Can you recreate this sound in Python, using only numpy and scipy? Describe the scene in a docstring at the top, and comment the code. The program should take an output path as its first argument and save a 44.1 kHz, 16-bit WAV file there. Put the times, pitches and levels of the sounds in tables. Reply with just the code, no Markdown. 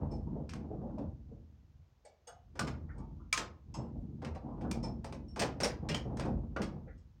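"""Inside a windmill: a wooden cog wheel drives a lantern pinion; the brick tower adds a short tail.
First the timber frame rumbles under wind load, cogs grind, the shaft bumps, loose iron fittings clink.
Near 2 s the load drops away. It returns at 2.6 s with a hard slap of cog on stave, and again at 3.3 s.
Slaps often come twice as the play is taken up, and are densest from 5 to 6.6 s.
The rumble sinks at 7 s. Faint hiss throughout."""
import sys
import numpy as np
from scipy import signal
from scipy.fft import rfft, irfft, next_fast_len
from scipy.io import wavfile
from scipy.ndimage import uniform_filter1d, map_coordinates

SR = 44100
rng = np.random.default_rng(int(sys.argv[2]) if len(sys.argv) > 2 else 0)


def bounce(signal):
    """Save signal as a 16-bit WAV file at the path given by the first command-line argument."""
    frames = np.transpose(np.atleast_2d(signal))
    limited = np.clip(frames, -1, 1)
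    pcm = np.round(limited * 32767).astype(np.int16)
    wavfile.write(sys.argv[1], SR, pcm)


N = 317520
EVENT_N = SR // 2

# cog slaps: t/s, clack gain/dB, knock gain/dB, hardness (treble slope)/(dB/oct), crack over ringing/dB
SLAPS = [(0.492, -47, -56, -2.5, 9), (0.535, -51, -47.5, -1.5, 16.5), (0.9819, -61, -36, -4.5, 8),
         (2.5537, -56.5, -42.5, -3.5, 2), (2.5925, -36, -34.5, 1, 15), (2.6694, -42, -35.5, -3, -2.5),
         (3.327, -30, -45.5, 1.5, 16), (3.3745, -31.5, -37.5, -1.5, 11.5), (4.218, -54.5, -40.5, -6.5, 2),
         (4.247, -46.5, -45, -4, 13), (4.348, -56, -38, -4, 3.5), (4.6098, -56, -60, -4.5, 4),
         (4.7121, -45, -51, 4, 16), (5.0437, -49.5, -36.5, 1, 10.5), (5.1246, -52.5, -37, -1, 14.5),
         (5.3603, -45, -31, -2.5, 6), (5.3931, -31, -33.5, 1, 4), (5.4198, -34, -26, -1, 11.5),
         (5.602, -35, -29, 0, 4), (5.6326, -36, -35, 1.5, 14), (5.6443, -31.5, -35, 2, 11),
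         (5.8879, -32, -51.5, -3, 6), (5.9453, -39, -36, 0, 13.5), (6.17, -51, -47, 0.5, 13),
         (6.196, -41.5, -31.5, -2, 12), (6.2537, -54.5, -32, -2, 7), (6.5633, -44, -28, -9, 11),
         (6.6176, -40, -38, -1, 9.5)]
# base slap spectrum: f/Hz, level/dB
SLAP_SPECTRUM = [(100, -16.5), (250, -3.5), (600, 1), (1000, 0.5), (1600, 0), (2500, -3.5), (3800, -8),
                 (5300, -6), (6600, -5), (9000, -13), (10500, -17), (13500, -24.5), (16000, -22.5)]
# cog resonances: f/Hz, width/Hz, lift/dB
COG_MODES = [(537, 20, 7), (930, 32, 0.5), (2330, 440, 2), (5260, 790, 3.5), (8660, 1300, 10.5)]
# treble rounding by contact time: f/Hz, gain/dB
CONTACT_FILTER = [(1900, 0), (4800, 2), (9000, -6)]
# staves singing after contact: t/s, f/Hz, level/dB, T60/s
STAVE_RINGS = [(2.292, 714, -56, 0.39), (2.595, 1194, -43.5, 0.31), (2.591, 1480, -39.5, 0.15),
               (3.326, 1055, -46, 0.44), (3.33, 1257, -41, 0.33), (3.327, 2340, -29, 0.067),
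               (3.33, 6640, -41.5, 0.16), (3.378, 5986, -47, 0.13), (3.378, 7500, -48, 0.15),
               (4.711, 2370, -51, 0.19), (5.633, 5530, -32.5, 0.13), (5.634, 570, -36.5, 0.15),
               (5.897, 2840, -46, 0.23), (5.944, 3030, -42.5, 0.19), (5.944, 3160, -44, 0.19),
               (6.562, 1420, -42.5, 0.21)]
# wind load, as frame boom: t/s, level/dB
WIND_LOAD = [(0, -38.5), (.3, -46), (.8, -48), (1.35, -52.5), (1.92, -68), (2.18, -74), (2.5, -58),
             (2.68, -43.5), (3.15, -48), (3.33, -53), (3.52, -53), (3.61, -59.5), (3.7, -49), (4.52, -51),
             (4.7, -41.5), (5.12, -49.5), (6.35, -42.5), (6.93, -50.5), (7.14, -61)]
# cog grinding along a stave: t/s, length/s, beam drone/dB, face rub/dB
COG_GRINDS = [(0.0, 0.18, -45, -63), (0.256, 0.14, -41, -58), (0.518, 0.13, -45, -56),
              (0.697, 0.29, -44, -56.5), (0.981, 0.035, -39, -57.5), (1.28, 0.05, -53.5, -71.5),
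              (2.589, 0.051, -39, -48), (2.974, 0.036, -48.5, -56.5), (3.363, 0.017, -47.5, -49.5),
              (3.761, 0.051, -40, -48.5), (3.89, 0.3, -47.5, -71.5), (4.218, 0.06, -43.5, -48.5),
              (4.423, 0.25, -45, -54), (4.616, 0.19, -40, -49), (4.799, 0.16, -43, -60),
              (5.082, 0.14, -48.5, -77), (5.364, .09, -41.5, -42), (5.6, 0.084, -41.5, -48),
              (5.813, 0.05, -41, -52.5), (5.883, 0.033, -36.5, -42), (6.05, 0.18, -42, -49),
              (6.232, 0.11, -37, -56), (6.584, 0.051, -37.5, -44.5), (6.694, 0.1, -49, -63)]
# shaft lurches: t/s, peak/dB
LURCHES = [(.23, -42), (1.09, -42), (1.79, -54.5), (2.349, -66), (4.0, -42), (4.33, -41), (4.921, -53),
           (6.37, -36.5)]
# timber frame resonances: f/Hz, width/Hz, lift/dB
FRAME_MODES = [(50, 7, 8), (68, 7, 4), (79, 8, 6), (125, 9, 9), (146, 10, 7), (200, 14, 5), (229, 12, 9),
               (290, 14, 4), (320, 22, 5), (490, 24, 6), (588, 18, 5)]
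# spectra of frame boom, beam drone, cog face rub: f/Hz, level/dB
BOOM_SPECTRUM = [(20, -34.5), (35, -24.5), (48, 0.5), (60, -1), (85, 3), (120, -8.5), (160, -11),
                 (300, -75.5)]
DRONE_SPECTRUM = [(70, -38.5), (115, -3.5), (170, 0.5), (250, -2.5), (340, -9), (480, -22), (900, -51),
                  (2000, -79)]
RUB_SPECTRUM = [(180, -29), (380, 2), (600, -3.5), (850, -2), (1100, -13), (1400, -21.5), (2000, -35),
                (4000, -50.5), (9000, -62)]
# shaft bumps in the bearing; the rows at 2.6, 5.405, 5.636, 5.9 and 6.247 s are the frame's knock under a cog
# slap: t/s, level/dB, centre/Hz
SHAFT_BUMPS = [(0.112, -36, 483), (0.264, -48.5, 774), (0.352, -38.5, 540), (0.7, -38.5, 503),
               (0.775, -55, 985), (0.828, -39, 540), (0.972, -38.5, 592), (1.306, -48.5, 485),
               (2.045, -46.5, 628), (2.266, -47.5, 656), (2.278, -52.5, 1350), (2.6, -34, 325),
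               (2.887, -51.5, 1600), (2.992, -46.5, 856), (3.19, -58.5, 1160), (3.385, -37.5, 472),
               (3.741, -42, 794), (3.95, -50.5, 642), (4.455, -41.5, 623), (4.51, -47.5, 886),
               (4.641, -43, 1020), (4.83, -35.5, 580), (5.405, -29.5, 486), (5.636, -32, 520),
               (5.9, -37.5, 376), (6.049, -37.5, 557), (6.247, -31.5, 564), (6.86, -48.5, 585),
               (6.873, -54, 1724)]
# bump passband: offset from centre/widths, gain/dB
BUMP_BAND = [(-5, -45), (-2.2, -22), (-1, -2), (0, 0), (1, -3), (1.5, -15), (2.3, -33), (5, -70)]
# loose iron clinks, and one slow squeak of a bolt at 5.28 s: t/s, level/dB, fitting, relative rattle/dB, rise/s
IRON_CLINKS = [(0.110, -69.5, "pin", 3.5, 0.0079), (0.157, -82, "pin", 2, 0.0009),
               (2.049, -65, "link", 1.5, 0.0031), (2.271, -55, "band", -2, 0.0029),
               (2.98, -74, "link", 4, 0.0016), (3.74, -57, "hook", 4, 0.0019),
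               (4.829, -66, "pin", 12, 0.0015), (4.836, -57.5, "pin", -3, 0.0079),
               (5.282, -63, "bolt", -16, 0.0032), (6.976, -84, "hook", 8.5, 0.0032)]
# modes per fitting: f/Hz, level/dB, T60/s
IRON_MODES = { "pin": [(2386, -2, 0.19), (4540, -33, .3), (5345, 0, 0.25), (5270, 13, 0.18),
              (5916, -5, .15), (6912, -14, 0.11), (8300, -3, 0.14), (10520, -17, .14), (12100, -27, .12)],
              "hook": [(2860, -14, 0.44), (4000, -22.5, 0.22), (5020, -1, 0.089), (5290, 2.5, 0.23),
              (6514, -1, 0.17), (7410, -9.5, 0.26), (7840, -6, 0.19), (10800, -11, 0.11),
              (12700, -26, 0.088)], "link": [(2260, -6.5, 0.35), (4500, -15, .3), (5300, -13, 0.23),
              (5809, -18, 0.16), (6950, -3, 0.077), (8160, 5, 0.083), (11100, -17, 0.1)],
              "band": [(2950, -14, 0.36), (3400, -9.5, 0.22), (4700, -10, 0.15), (5300, -22, .22),
              (6492, 0.5, 0.17), (7700, -9, 0.12), (8350, -8, 0.13), (8620, -2, 0.14), (11050, -25, .13),
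              (11930, -22, .13)], "bolt": [(2900, -22.5, .3), (5470, 0.5, .35), (5480, -5, .25),
              (8450, -21, 0.24), (9000, -23, 0.24)]}
# fitting rattle: f/Hz, level/dB
RATTLE_SPECTRUM = [(400, -10.5), (1500, 6), (3500, 5), (5300, 9.5), (8500, 2.5), (10000, -15.5),
                   (15000, -36)]
# brick tower decay: f/Hz, T60/s
TOWER_DECAY = [(100, 0.9), (500, 0.46), (1500, 0.34), (3000, 0.27), (6000, 0.24), (9000, 0.16),
               (14000, 0.22)]
# background hiss: f/Hz, level/dB
HISS_SPECTRUM = [(30, 7.5), (200, 13.5), (800, 8.5), (2000, -0.5), (6500, -5.5), (9000, -22.5),
                 (13000, -16), (15500, -15.5)]


def cog_slaps():
    """Cog hits stave: dry crack, then ringing wood and tower."""
    out, t = np.zeros(N), np.arange(EVENT_N) / SR
    crack_t60_s = 0.022
    for start_s, clack_db, knock_db, slope_db_oct, crack_db in SLAPS:
        crack = amp(crack_db - 60 * t / crack_t60_s) * rng.standard_normal(EVENT_N)
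        crack *= onset(t, rise_s=0.0014)
        reflections = amp(1.8 * wobble(rate_hz=300) * np.exp(-t / 0.1))  # first beams and walls, uneven
        ringing = tower_tail(t60_scale=0.89) * reflections * onset(t, rise_s=0.0017)
        ringing = coloured(ringing, lambda hz: ripple(hz, spacing_hz=45, depth_db=3))
        slap = coloured(crack + ringing, lambda hz: slap_colour(hz, clack_db, knock_db, slope_db_oct))
        add(out, start_s, amp(3) * slap)
    return out


def slap_colour(hz, clack_db, knock_db, slope_db_oct):
    """Slap spectrum in dB: knock below, clack above; harder contact is brighter."""
    knock_hz, crossover_end_hz, pivot_hz = 695, 1897, 2960
    octaves = np.log2(np.clip(hz, crossover_end_hz, CONTACT_FILTER[-1][0]) / pivot_hz)
    treble_db = clack_db + slope_db_oct * octaves
    treble_share = along([(knock_hz, 0), (crossover_end_hz, 1)], hz)
    base_db = along(SLAP_SPECTRUM, hz) + lift(COG_MODES, hz) + along(CONTACT_FILTER, hz)
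    return base_db + treble_share * treble_db + (1 - treble_share) * knock_db


def singing_staves():
    """Some contacts leave a stave ringing."""
    out = np.zeros(N)
    for start_s, hz, level_db, t60_s in STAVE_RINGS:
        add(out, start_s, amp(level_db + 1.5) * ring(hz, t60_s, blur_hz=0.034 * hz))
    return out


def frame_rumble():
    """Load shakes the frame and, more steeply, beams and cog faces; lurches and grinds add power."""
    t = np.arange(N) / SR
    usual_load_db = -45
    load_db = np.interp(t, *np.transpose(WIND_LOAD))
    strain_db = load_db - usual_load_db
    grind_drone, grind_rub = cog_grinding(t)
    boom_gain = np.hypot(amp(load_db), shaft_lurches(t))
    drone_gain = np.hypot(amp(-50.5 + 1.38 * strain_db), grind_drone)
    rub_gain = np.hypot(amp(-64.5 + 2.8 * strain_db), grind_rub)
    boom = boom_gain * judder(BOOM_SPECTRUM, slips_per_s=38, smooth_s=0.062)
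    drone = drone_gain * judder(DRONE_SPECTRUM, slips_per_s=130, smooth_s=0.095)
    rub = rub_gain * judder(RUB_SPECTRUM, slips_per_s=80, smooth_s=0.28)
    return boom + drone + rub


def judder(spectrum, slips_per_s, smooth_s):
    """Wood slips on wood; each burst dies away in the frame. Rms held near 1 over smooth_s."""
    decay_s = 0.017
    slips = (rng.random(N) < slips_per_s / SR) * rng.exponential(1, N)
    energy = signal.lfilter([1], [1, -np.exp(-1 / (decay_s * SR))], slips)
    bursts = np.sqrt(energy / energy.mean() + 0.16) * rng.standard_normal(N)
    shake = coloured(bursts, lambda hz: along(spectrum, hz) + lift(FRAME_MODES, hz), size=32768)
    local_power = np.abs(uniform_filter1d(shake ** 2, int(smooth_s * SR)))
    return shake / np.sqrt(local_power + 1e-12)


def cog_grinding(t):
    """Drone and rub gains: a cog takes the strain, slides, then lets the beams ring out."""
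    attack_s, release_db_per_s = 0.02, 130
    power = np.zeros((2, N))
    for start_s, length_s, drone_db, rub_db in COG_GRINDS:
        attack = np.clip((t - start_s) / attack_s, 0, 1)
        release = amp(-release_db_per_s * np.maximum(t - start_s - length_s, 0))
        power += np.outer(amp([drone_db, rub_db]), attack * release) ** 2
    return np.sqrt(power)


def shaft_lurches(t):
    """Boom gain: the shaft lurches, the frame heaves and sinks back."""
    rise_s, fall_s = 0.027, 0.037
    gain = np.zeros(N)
    for peak_s, peak_db in LURCHES:
        width_s = np.where(t < peak_s, rise_s, fall_s)
        gain += amp(peak_db) * np.exp(-0.5 * ((t - peak_s) / width_s) ** 2)
    return gain


def shaft_bumps():
    """Soft bearing contacts, and the frame's knock under some slaps, ring one hollow band of the frame; harder
    is broader and more sudden."""
    out, t = np.zeros(N), np.arange(EVENT_N) / SR
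    usual_bump_db = -40
    for start_s, level_db, centre_hz in SHAFT_BUMPS:
        force = amp(level_db - usual_bump_db)
        width_oct = 0.54 * force ** 0.33

        def colour(hz):
            band_db = np.interp(np.log2((hz + 1) / centre_hz) / width_oct, *np.transpose(BUMP_BAND))
            return band_db + 0.5 * lift(FRAME_MODES, hz) + ripple(hz, spacing_hz=49.19, depth_db=3.5)

        swell = tower_tail(t60_scale=0.77) * onset(t, rise_s=0.0058 / force ** 0.29)
        add(out, start_s, amp(level_db + 11) * coloured(swell, colour))
    return out


def iron_clinks():
    """Each touch rings a fitting's modes at new strengths, over a small rattle; the bolt squeaks rather than
    clinks."""
    out, t = np.zeros(N), np.arange(EVENT_N) / SR
    for start_s, level_db, fitting, rattle_db, rise_s in IRON_CLINKS:
        modes = sum(amp(mode_db + rng.normal(0, 0.57)) * ring(hz, t60_s, blur_hz=30)
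                    for hz, mode_db, t60_s in IRON_MODES[fitting])
        rattle = coloured(tower_tail(t60_scale=1),
                          lambda hz: along(RATTLE_SPECTRUM, hz) + ripple(hz, spacing_hz=40, depth_db=5))
        clink = (modes + amp(rattle_db - 5) * rattle) * onset(t, rise_s)
        add(out, start_s, amp(level_db - 1) * clink)
    return out


def tower_tail(t60_scale):
    """Diffuse tower reverberation from about rms 1; treble dies first."""
    hz, t, spectrum = signal.stft(rng.standard_normal(EVENT_N), SR, nperseg=256)
    t60_s = t60_scale * along(TOWER_DECAY, hz)[:, None]
    return signal.istft(spectrum * amp(-60 * t / t60_s), SR, nperseg=256)[1][:EVENT_N]


def hiss():
    """Faint steady noise."""
    noise = coloured(rng.standard_normal(N), lambda hz: along(HISS_SPECTRUM, hz))
    return amp(-78.5) * noise / np.sqrt(np.mean(noise ** 2))


def ring(hz, t60_s, blur_hz):
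    """One decaying mode; reflections smear its phase and flutter its level."""
    t = np.arange(EVENT_N) / SR
    drift_rad = np.cumsum(rng.standard_normal(EVENT_N)) * np.sqrt(2 * np.pi * blur_hz / SR)
    drift_rad = uniform_filter1d(drift_rad, size=90)
    flutter_db = 3.5 * wobble(rate_hz=130) * onset(t, rise_s=0.012)
    tone = np.sqrt(2) * np.sin(2 * np.pi * hz * t + drift_rad)
    return tone * amp(flutter_db - 60 * t / t60_s) * onset(t, rise_s=0.0006)


def ripple(hz, spacing_hz, depth_db):
    """Random peaks and dips in dB, wider in the treble: each contact spot favours other modes."""
    knot = np.sqrt(1 + hz / 500) * 1500 / spacing_hz
    return depth_db * map_coordinates(rng.standard_normal(2048), [knot], mode="wrap")


def wobble(rate_hz):
    """Smooth random curve, one event long."""
    return map_coordinates(rng.standard_normal(1024), [np.arange(EVENT_N) * rate_hz / SR], mode="wrap")


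def coloured(x, colour, size=8192):
    """Minimum-phase filter with gain colour(hz) in dB."""
    gain = amp(colour(np.fft.rfftfreq(size, 1 / SR)))
    cepstrum = irfft(np.log(gain + 1e-6))
    cepstrum[1:size // 2] *= 2
    cepstrum[size // 2 + 1:] = 0
    impulse = irfft(np.exp(rfft(cepstrum)))
    return signal.fftconvolve(x, impulse)[:len(x)]


def lift(modes, hz):
    """Summed resonance peaks in dB."""
    return sum(db / (1 + (2 * (hz - centre_hz) / width_hz) ** 2) for centre_hz, width_hz, db in modes)


def along(points, hz):
    """Interpolate (f/Hz, value) points on a log axis."""
    knots_hz, values = np.transpose(points)
    return np.interp(np.log(hz + 1), np.log(knots_hz + 1), values)


def onset(t, rise_s):
    return 1 - np.exp(-t / rise_s)


def amp(db):
    return 10 ** (np.asarray(db) / 20)


def add(track, start_s, sound):
    start = round(start_s * SR)
    track[start:start + len(sound)] += sound[:max(N - start, 0)]


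def scene():
    """Machinery over hiss, mono."""
    return (hiss() + frame_rumble() + cog_slaps() + singing_staves() + shaft_bumps() + iron_clinks())[None]


def record(dry):
    """Brick-wall low-pass."""
    cutoff_hz = 16000
    size = next_fast_len(N + SR // 2)
    passband = np.fft.rfftfreq(size, 1 / SR) < cutoff_hz
    return irfft(rfft(dry, size) * passband, size)[:, :N]


dry = scene()
out = record(dry)
bounce(out)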